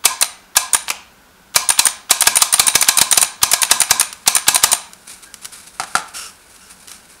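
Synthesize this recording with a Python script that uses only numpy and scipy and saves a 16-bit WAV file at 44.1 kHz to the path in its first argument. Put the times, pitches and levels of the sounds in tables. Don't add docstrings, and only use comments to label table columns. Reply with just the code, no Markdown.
import sys
import numpy as np
from scipy import signal
from scipy.fft import rfft, irfft, next_fast_len
from scipy.io import wavfile
from scipy.ndimage import map_coordinates

SR = 44100
rng = np.random.default_rng(int(sys.argv[2]) if len(sys.argv) > 2 else 0)


def digitize_waveform(pressure):
    field = np.atleast_2d(pressure).T
    bounded = np.clip(field, -1, 1)
    quanta = np.round(bounded * 32767).astype(np.int16)
    wavfile.write(sys.argv[1], SR, quanta)


N = 317520
TOP_HZ = 15700
RING_TIME_S = np.arange(SR // 18) / SR


def amp(db):
    return 10 ** (np.asarray(db) / 20)


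def along(points, hz):
    point_hz, values = np.transpose(points)
    return np.interp(np.log(hz + 1), np.log(point_hz + 1), values)


def filtered(x, response):
    size = next_fast_len(N + SR // 2)
    return irfft(rfft(x, size) * response(np.fft.rfftfreq(size, 1 / SR)), size)[:N]


def noise(colour_db, envelope=1):
    x = filtered(rng.standard_normal(N) * envelope, lambda hz: amp(colour_db(hz)))
    return x / np.sqrt(np.mean(x ** 2) + 1e-20)


def case_modes(colour, t60_s, count=420):
    hz = 100 + (TOP_HZ - 100) * (np.arange(count) + rng.random(count)) / count
    return np.transpose([hz, along(colour, hz), t60_s * (hz / 4000) ** -.2])


def strike(times_s, db, modes, rise_s, vary, t=RING_TIME_S):
    hz, mode_db, t60_s = np.transpose(modes)[:, :, None]
    swell = 1 - np.exp(-t / (rise_s * np.sqrt(4000 / hz) + 1e-6))
    phase = 2 * np.pi * (hz * t + rng.random(hz.shape))
    envelopes = amp(mode_db - 60 * t / t60_s) * swell / np.sqrt(np.sum(amp(mode_db) ** 2) / 2)
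    scatter = vary * rng.standard_normal((len(times_s), 2, len(hz)))
    sines = (1 + scatter[:, 0]) @ (envelopes * np.sin(phase))
    cosines = scatter[:, 1] @ (envelopes * np.cos(phase))
    rings = (sines + cosines) / np.sqrt(1 + 2 * vary ** 2)
    out = np.zeros(N + SR)
    for start_s, gain, ring in zip(times_s, amp(db) * np.ones(len(times_s)), rings):
        out[round(start_s * SR):][:len(t)] += gain * ring
    return out[:N]


# (frequency [Hz], relative density [dB])
FLOOR_COLOUR = [(12, -36.5), (20, -14), (59, -5.5), (148, -15.5), (185, -4.5), (213, -8.5), (352, -14.5),
                (393, -12), (465, -13.5), (534, -14.5), (985, -12), (1230, -15), (1500, -8), (1770, -17.5),
                (15500, -28)]

def noise_floor(rms_db):
    return amp(rms_db) * noise(lambda hz: along(FLOOR_COLOUR, hz))


# (frequency [Hz], t60 [s])
ROOM_DECAY = [(150, 0.33), (900, 0.54), (3000, 0.46), (6500, 0.36), (9500, 0.28), (15000, 0.15)]

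def room(x):
    hz, t, spectrum = signal.stft(rng.standard_normal(SR * 3 // 4), SR, nperseg=256)
    decay = amp(-60 * t / along(ROOM_DECAY, hz)[:, None])
    tail = signal.istft(spectrum * decay, SR, nperseg=256)[1]
    tail *= 1 - np.exp(-np.arange(len(tail)) / SR / .0029)
    return signal.fftconvolve(x, tail / np.linalg.norm(tail))[:N]


def table_echoes(x, t60_s):
    t = np.arange(SR // 8) / SR
    echoes = rng.standard_normal(len(t)) * (rng.random(len(t)) < .05)
    echoes *= (t > .002) * amp(-60 * t / t60_s)
    return signal.fftconvolve(x, echoes / np.linalg.norm(echoes))[:N]


def friction(colour_db, grain_db, snag_db):
    def wander(samples):
        return map_coordinates(rng.standard_normal(N // samples + 4), [np.arange(N) / samples], order=1)
    slip_sizes = amp(grain_db * wander(samples=40) + snag_db * wander(samples=400))
    return noise(colour_db, slip_sizes)


def strokes(rows, attack_s, sag_db_per_s, release_s):
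    t = np.arange(N) / SR
    gain = np.zeros(N)
    for start_s, length_s, db in rows:
        age_s = t - start_s
        release_db = 60 * np.maximum(age_s - length_s, 0) / release_s
        gain += np.clip(age_s / attack_s, 0, 1) * amp(db - sag_db_per_s * np.abs(age_s) - release_db)
    return gain


# (time [s], length [s], level [dB])
RUB_STROKES = [(5.07, 0.073, -33), (5.16, 0.023, -43), (5.22, .02, -35.5), (5.41, .05, -36.5),
               (5.515, 0.087, -33.5), (5.62, .03, -46.5), (5.662, 0.017, -36.5), (5.733, .04, -41.5),
               (5.86, .1, -39), (6.075, .015, -37), (6.135, .05, -30), (6.485, .1, -46),
               (6.692, 0.018, -35), (6.795, 0.056, -45), (6.885, 0.068, -37.5), (7.09, 0.048, -44.5)]
# (frequency [Hz], relative density [dB])
RUB_COLOUR = [(530, -15), (900, -11.5), (1370, -3.5), (2000, -10.5), (2330, -2.5), (3140, -12),
              (3800, -5.5), (7150, -6.5), (9510, -0.5), (15500, -25.5)]
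GRIP_FROM_S, GRIP_DB = 4.1, -51

def rubbing():
    grip = amp(GRIP_DB) * (np.arange(N) / SR > GRIP_FROM_S)
    rubs = strokes(RUB_STROKES, attack_s=.0117, sag_db_per_s=62, release_s=.16)
    return np.hypot(grip, rubs) * friction(lambda hz: along(RUB_COLOUR, hz), grain_db=2, snag_db=2)


# (time [s], length [s], level [dB])
SLIDE_STROKES = [(6.138, .13, -26.5), (6.59, .12, -44.5), (6.88, .09, -43)]
# (frequency [Hz], relative density [dB])
SLIDE_COLOUR = [(290, -26), (500, -17), (1030, -19.5), (1330, -4), (1990, -19.5), (2330, -11), (3740, -15),
                (5510, -10.5), (9930, -9), (15500, -32.5)]
# (frequency [Hz], width [Hz], boost [dB])
SLIDE_PEAKS = [(1300, 200, 3.5), (2800, 350, 8), (5440, 350, 10)]

def sliding():
    def colour_db(hz):
        peaks_db = sum(db / (1 + (2 * (hz - peak_hz) / width_hz) ** 2)
                       for peak_hz, width_hz, db in SLIDE_PEAKS)
        return along(SLIDE_COLOUR, hz) + peaks_db
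    pushes = strokes(SLIDE_STROKES, attack_s=.027, sag_db_per_s=43.5, release_s=.26)
    return pushes * friction(colour_db, grain_db=2, snag_db=.5)


# (frequency [Hz], relative level [dB], t60 [s])
SQUEAK_MODES = [(1600, -5, 0.23), (1665, -5, 0.17)]

def wire_squeak():
    return strike([5.255], -37, SQUEAK_MODES, rise_s=.013, vary=.27, t=np.arange(SR // 6) / SR)


# (time [s], level [dB])
TICK_HITS = [(.2015, -34), (0.8756, -29), (.8895, -15.5), (.918, -25), (1.541, -28), (4.128, -17),
             (4.9338, -25), (5.3412, -20), (5.4472, -20), (5.4545, -17), (6.563, -34), (6.875, -29),
             (6.882, -25), (6.916, -22)]
# (frequency [Hz], relative density [dB])
TICK_COLOUR = [(100, -7), (600, -13.5), (1300, -2.5), (3000, -3), (5500, 0), (8000, 2), (10000, 4),
               (12000, -5.5), (15500, -12)]

def ticks():
    times_s, db = np.transpose(TICK_HITS)
    return strike(times_s, db, case_modes(TICK_COLOUR, t60_s=.019), rise_s=.0001, vary=.3)


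# (time [s], level [dB], loss on first bounce [dB])
CORNER_LANDINGS = [(5.7977, -11.5, 9.5), (5.835, -20, 19), (5.9524, -6, 8)]
# (frequency [Hz], relative density [dB])
KNOCK_COLOUR = [(100, -28), (180, -12.5), (300, -11.5), (500, -14.5), (800, 0.5), (1500, -10), (2000, -7.5),
                (5000, -9), (10000, -7), (12500, -23.5), (15500, -38.5)]
# (frequency [Hz], relative level [dB], t60 [s])
ON_TABLE_MODES = [(740, -19, 0.034), (866, -11.5, 0.041), (1194, -18, 0.056), (1280, -9.5, 0.017),
                  (1360, -2, 0.024), (1633, -8.5, 0.018)]
FIRST_FLIGHT_S, FLIGHT_RATIO = .0145, .89

def set_down(hits=5):
    land_s, first_db, loss_db = np.transpose(CORNER_LANDINGS)[:, :, None]
    bounce = np.arange(hits)
    delays_s = FIRST_FLIGHT_S * (np.cumsum(FLIGHT_RATIO ** bounce) - 1) / FLIGHT_RATIO
    times_s = (land_s + delays_s).ravel()
    db = (first_db - loss_db * bounce ** .7).ravel()
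    knocks = strike(times_s, db - .5, case_modes(KNOCK_COLOUR, t60_s=.038), rise_s=.0006, vary=.52)
    return knocks + strike(times_s, db + .5, ON_TABLE_MODES, rise_s=.0001, vary=1)


# (frequency [Hz], relative density [dB])
CARRIER_COLOUR = [(100, -31), (500, -26), (850, 1.5), (1250, 4), (1800, -2.5), (3500, 1.5), (8000, -15),
                  (11500, -12.5), (15500, -46.5)]

def carrier_rattle(times_s, db, t60_s, rise_s, vary):
    return strike(times_s, db, case_modes(CARRIER_COLOUR, t60_s), rise_s, vary)


# (frequency [Hz], relative density [dB])
FALL_BACK_COLOUR = [(100, -29), (470, -12), (860, 1), (1900, -9.5), (2500, 2.5), (3600, -8), (4500, -4),
                    (7100, -5.5), (10000, -10), (15500, -26)]
TWITCH_S, FALL_BACK_S = .8812, .9012
TRAVEL_S, RETURN_S = .0145, .0125

def false_start():
    twitch = carrier_rattle([TWITCH_S], -13, t60_s=.025, rise_s=.0005, vary=.5)
    stop_modes = case_modes(FALL_BACK_COLOUR, t60_s=.018)
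    fall = strike([FALL_BACK_S], 5.5, stop_modes, rise_s=.003, vary=.5)
    rebound = strike([FALL_BACK_S + RETURN_S], -17, stop_modes, rise_s=.0003, vary=.45)
    return twitch + fall + rebound


# (frequency [Hz], relative density [dB])
SNAP_COLOUR = [(100, -18.5), (500, -18), (1000, -7), (3000, -11.5), (6000, -5), (9300, -6.5), (11500, -8),
               (15500, -12)]

def contact_snap(times_s, db, t60_s, rise_s, vary):
    return strike(times_s, db, case_modes(SNAP_COLOUR, t60_s), rise_s, vary)


# (frequency [Hz], relative level [dB], t60 [s])
STEEL_MODES = [(3864, -11.5, 0.029), (6220, -16.5, 0.023), (6960, -4, 0.018), (8764, 1, 0.017),
               (8850, -1, 0.022), (9200, -11.5, 0.014), (9460, 0.5, 0.021), (9680, -1.5, 0.011),
               (10400, -7, 0.027), (11020, -10, 0.027)]

def steel_ring(times_s, db, rise_s, detune=.012):
    hz, mode_db, t60_s = np.transpose(STEEL_MODES)
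    shifts = 1 + detune * rng.standard_normal((len(times_s), len(hz)))
    return sum(strike([start_s], blow_db, np.transpose([hz * shift, mode_db, t60_s]), rise_s, vary=.7)
               for start_s, blow_db, shift in zip(times_s, db * np.ones(len(times_s)), shifts))


# (frequency [Hz], relative level [dB], t60 [s])
HOUSING_MODES = [(709, -2.5, 0.026), (850, 1.5, 0.015), (935, -3.5, 0.041), (1217, -3.5, 0.035),
                 (1640, 1, 0.027), (2352, 4, 0.018), (2602, -6.5, 0.038), (4054, 0, 0.029),
                 (5000, -11, 0.015), (6110, 3, 0.027), (6700, 6.5, 0.0032), (8077, 5.5, 0.011),
                 (9030, -1, 0.021)]

def housing_ring(times_s, db, rise_s):
    return strike(times_s, db, HOUSING_MODES, rise_s, vary=1)


def overload_thump(times_s, db, width_s):
    age = RING_TIME_S / width_s
    impulses = np.bincount(np.round(times_s * SR).astype(int), amp(db), N)
    return signal.fftconvolve(impulses, (1 - age) * np.exp(-age))[:N]


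# (frequency [Hz], relative density [dB])
BACK_STOP_COLOUR = [(100, -22.5), (450, -19), (800, -3), (1900, -5), (2500, -3), (3300, -4.5), (4500, -3.5),
                    (7000, -3), (9500, -8), (11500, -7), (15500, -18)]
PARTING_DB, BACK_STOP_DB = 1, .33
REBOUND_S = .0195

def drop_out(release_s, next_pull_s, steel_db):
    parting = steel_ring(release_s, PARTING_DB - 1.5, rise_s=.00046)
    parting += contact_snap(release_s, PARTING_DB - 6.5, t60_s=.04, rise_s=.002, vary=1.65)
    lands = release_s + RETURN_S < next_pull_s
    stop_s = release_s[lands] + RETURN_S
    stop_modes = case_modes(BACK_STOP_COLOUR, t60_s=.018)
    clack = strike(stop_s, BACK_STOP_DB + 6, stop_modes, rise_s=.0029, vary=3)
    housing = housing_ring(stop_s, BACK_STOP_DB - 1.5, rise_s=.0016)
    steel = steel_ring(stop_s, steel_db[lands] + 5.5, rise_s=.0028)
    rebound = strike(stop_s + REBOUND_S, BACK_STOP_DB - 12.5, stop_modes, rise_s=.00058, vary=.9)
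    return parting + clack + housing + steel + rebound


# (frequency [Hz], relative density [dB])
SLAM_COLOUR = [(100, -24), (450, -21), (750, -1.5), (1100, -4.5), (1900, -4.5), (2600, -4), (4200, 2.5),
               (6300, 2), (9000, 3), (11500, -2), (15500, -13.5)]
# (frequency [Hz], relative level [dB], t60 [s])
SPRING_MODES = [(960, -13.5, 0.13), (1031, 11, 0.25), (1056, 11, 0.48), (1095, 8, 0.19), (2350, -1, 0.61),
                (3950, -29, 0.29), (5430, -8, .25), (6000, -3, .3), (8323, -14, .25), (8330, -16.5, .3)]
# (frequency [Hz], relative level [dB], t60 [s])
SURGE_MODES = [(1005, -3, 0.072), (1030, -1.5, 0.13), (1067, -1, 0.088)]
TOUCH_LEAD_S, SURGE_LAG_S = .004, .048

def pull_in(slam_s, db, thump_db):
    travel = carrier_rattle(slam_s - TRAVEL_S, db - 5.5, t60_s=.032, rise_s=.0051, vary=.94)
    touch = contact_snap(slam_s - TOUCH_LEAD_S, db - 11, t60_s=.016, rise_s=.00023, vary=1.6)
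    slam = strike(slam_s - .0003, db + 16.5, case_modes(SLAM_COLOUR, t60_s=.025), rise_s=.0046, vary=1)
    housing = housing_ring(slam_s + .0011, db + 8.5, rise_s=.001)
    springs = strike(slam_s, db - 26, SPRING_MODES, rise_s=.002, vary=1, t=np.arange(SR // 3) / SR)
    surge = strike(slam_s + SURGE_LAG_S, db - 13, SURGE_MODES, rise_s=.0069, vary=.78,
                   t=np.arange(SR // 8) / SR)
    thump = overload_thump(slam_s + .0024, thump_db - 11, width_s=.00079)
    return travel + touch + slam + housing + springs + surge + thump


# (slam time [s], release time [s], slam level [dB], low thump [dB], steel ring at back stop [dB])
COIL_TAPS = [(0.0537, 0.2114, -2.1, 2, -1), (0.567, .733, -3, -6.5, 1.5), (1.56, 1.6894, -2, 1, 1.5),
             (1.791, 1.854, -3.5, -17.5, -1.5), (2.109, 2.2073, -2.3, -14.5, -0.5),
             (2.2706, 2.356, -2.3, 7.5, 5.5), (2.4193, 2.5263, -3, -9.5, 1), (2.5953, 2.668, -2, 6, 2.5),
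             (2.753, 2.8118, -3.2, 6, -3), (2.8856, 2.972, -2.2, -9.5, 2), (3.013, 3.1123, -4.5, 0, 4),
             (3.1745, 3.2142, -4, 5, 2), (3.4308, 3.5144, -3.5, 3.5, 3), (3.5338, 3.618, -5.5, -20, 0),
             (3.7122, 3.803, -2, 7.5, 0), (3.9081, 3.997, -3.5, 8, 0.5), (4.276, 4.351, -2.5, 0.5, -2.5),
             (4.482, 4.5454, -1.3, 6, 3), (4.6366, 4.717, -1.5, 7, 1.5)]

def contactor():
    slam_s, release_s, slam_db, thump_db, steel_db = np.transpose(COIL_TAPS)
    next_pull_s = np.append(slam_s[1:] - TRAVEL_S, np.inf)
    return pull_in(slam_s, slam_db, thump_db) + drop_out(release_s, next_pull_s, steel_db)


def impacts():
    return contactor() + false_start() + ticks() + set_down()


def scene():
    direct = impacts() + rubbing() + sliding() + wire_squeak()
    off_axis = [impacts() for _ in range(3)]
    walls = sum(room(x) for x in [direct, *off_axis])
    table = table_echoes(off_axis[0], t60_s=.024)
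    return (direct + amp(-17) * table + amp(-19) * walls + noise_floor(rms_db=-48.5))[None]


def record(dry):
    clipped = np.clip(dry[0], -1, 1)
    return filtered(clipped, lambda hz: hz < TOP_HZ)[None]


dry = scene()
out = record(dry)
digitize_waveform(out)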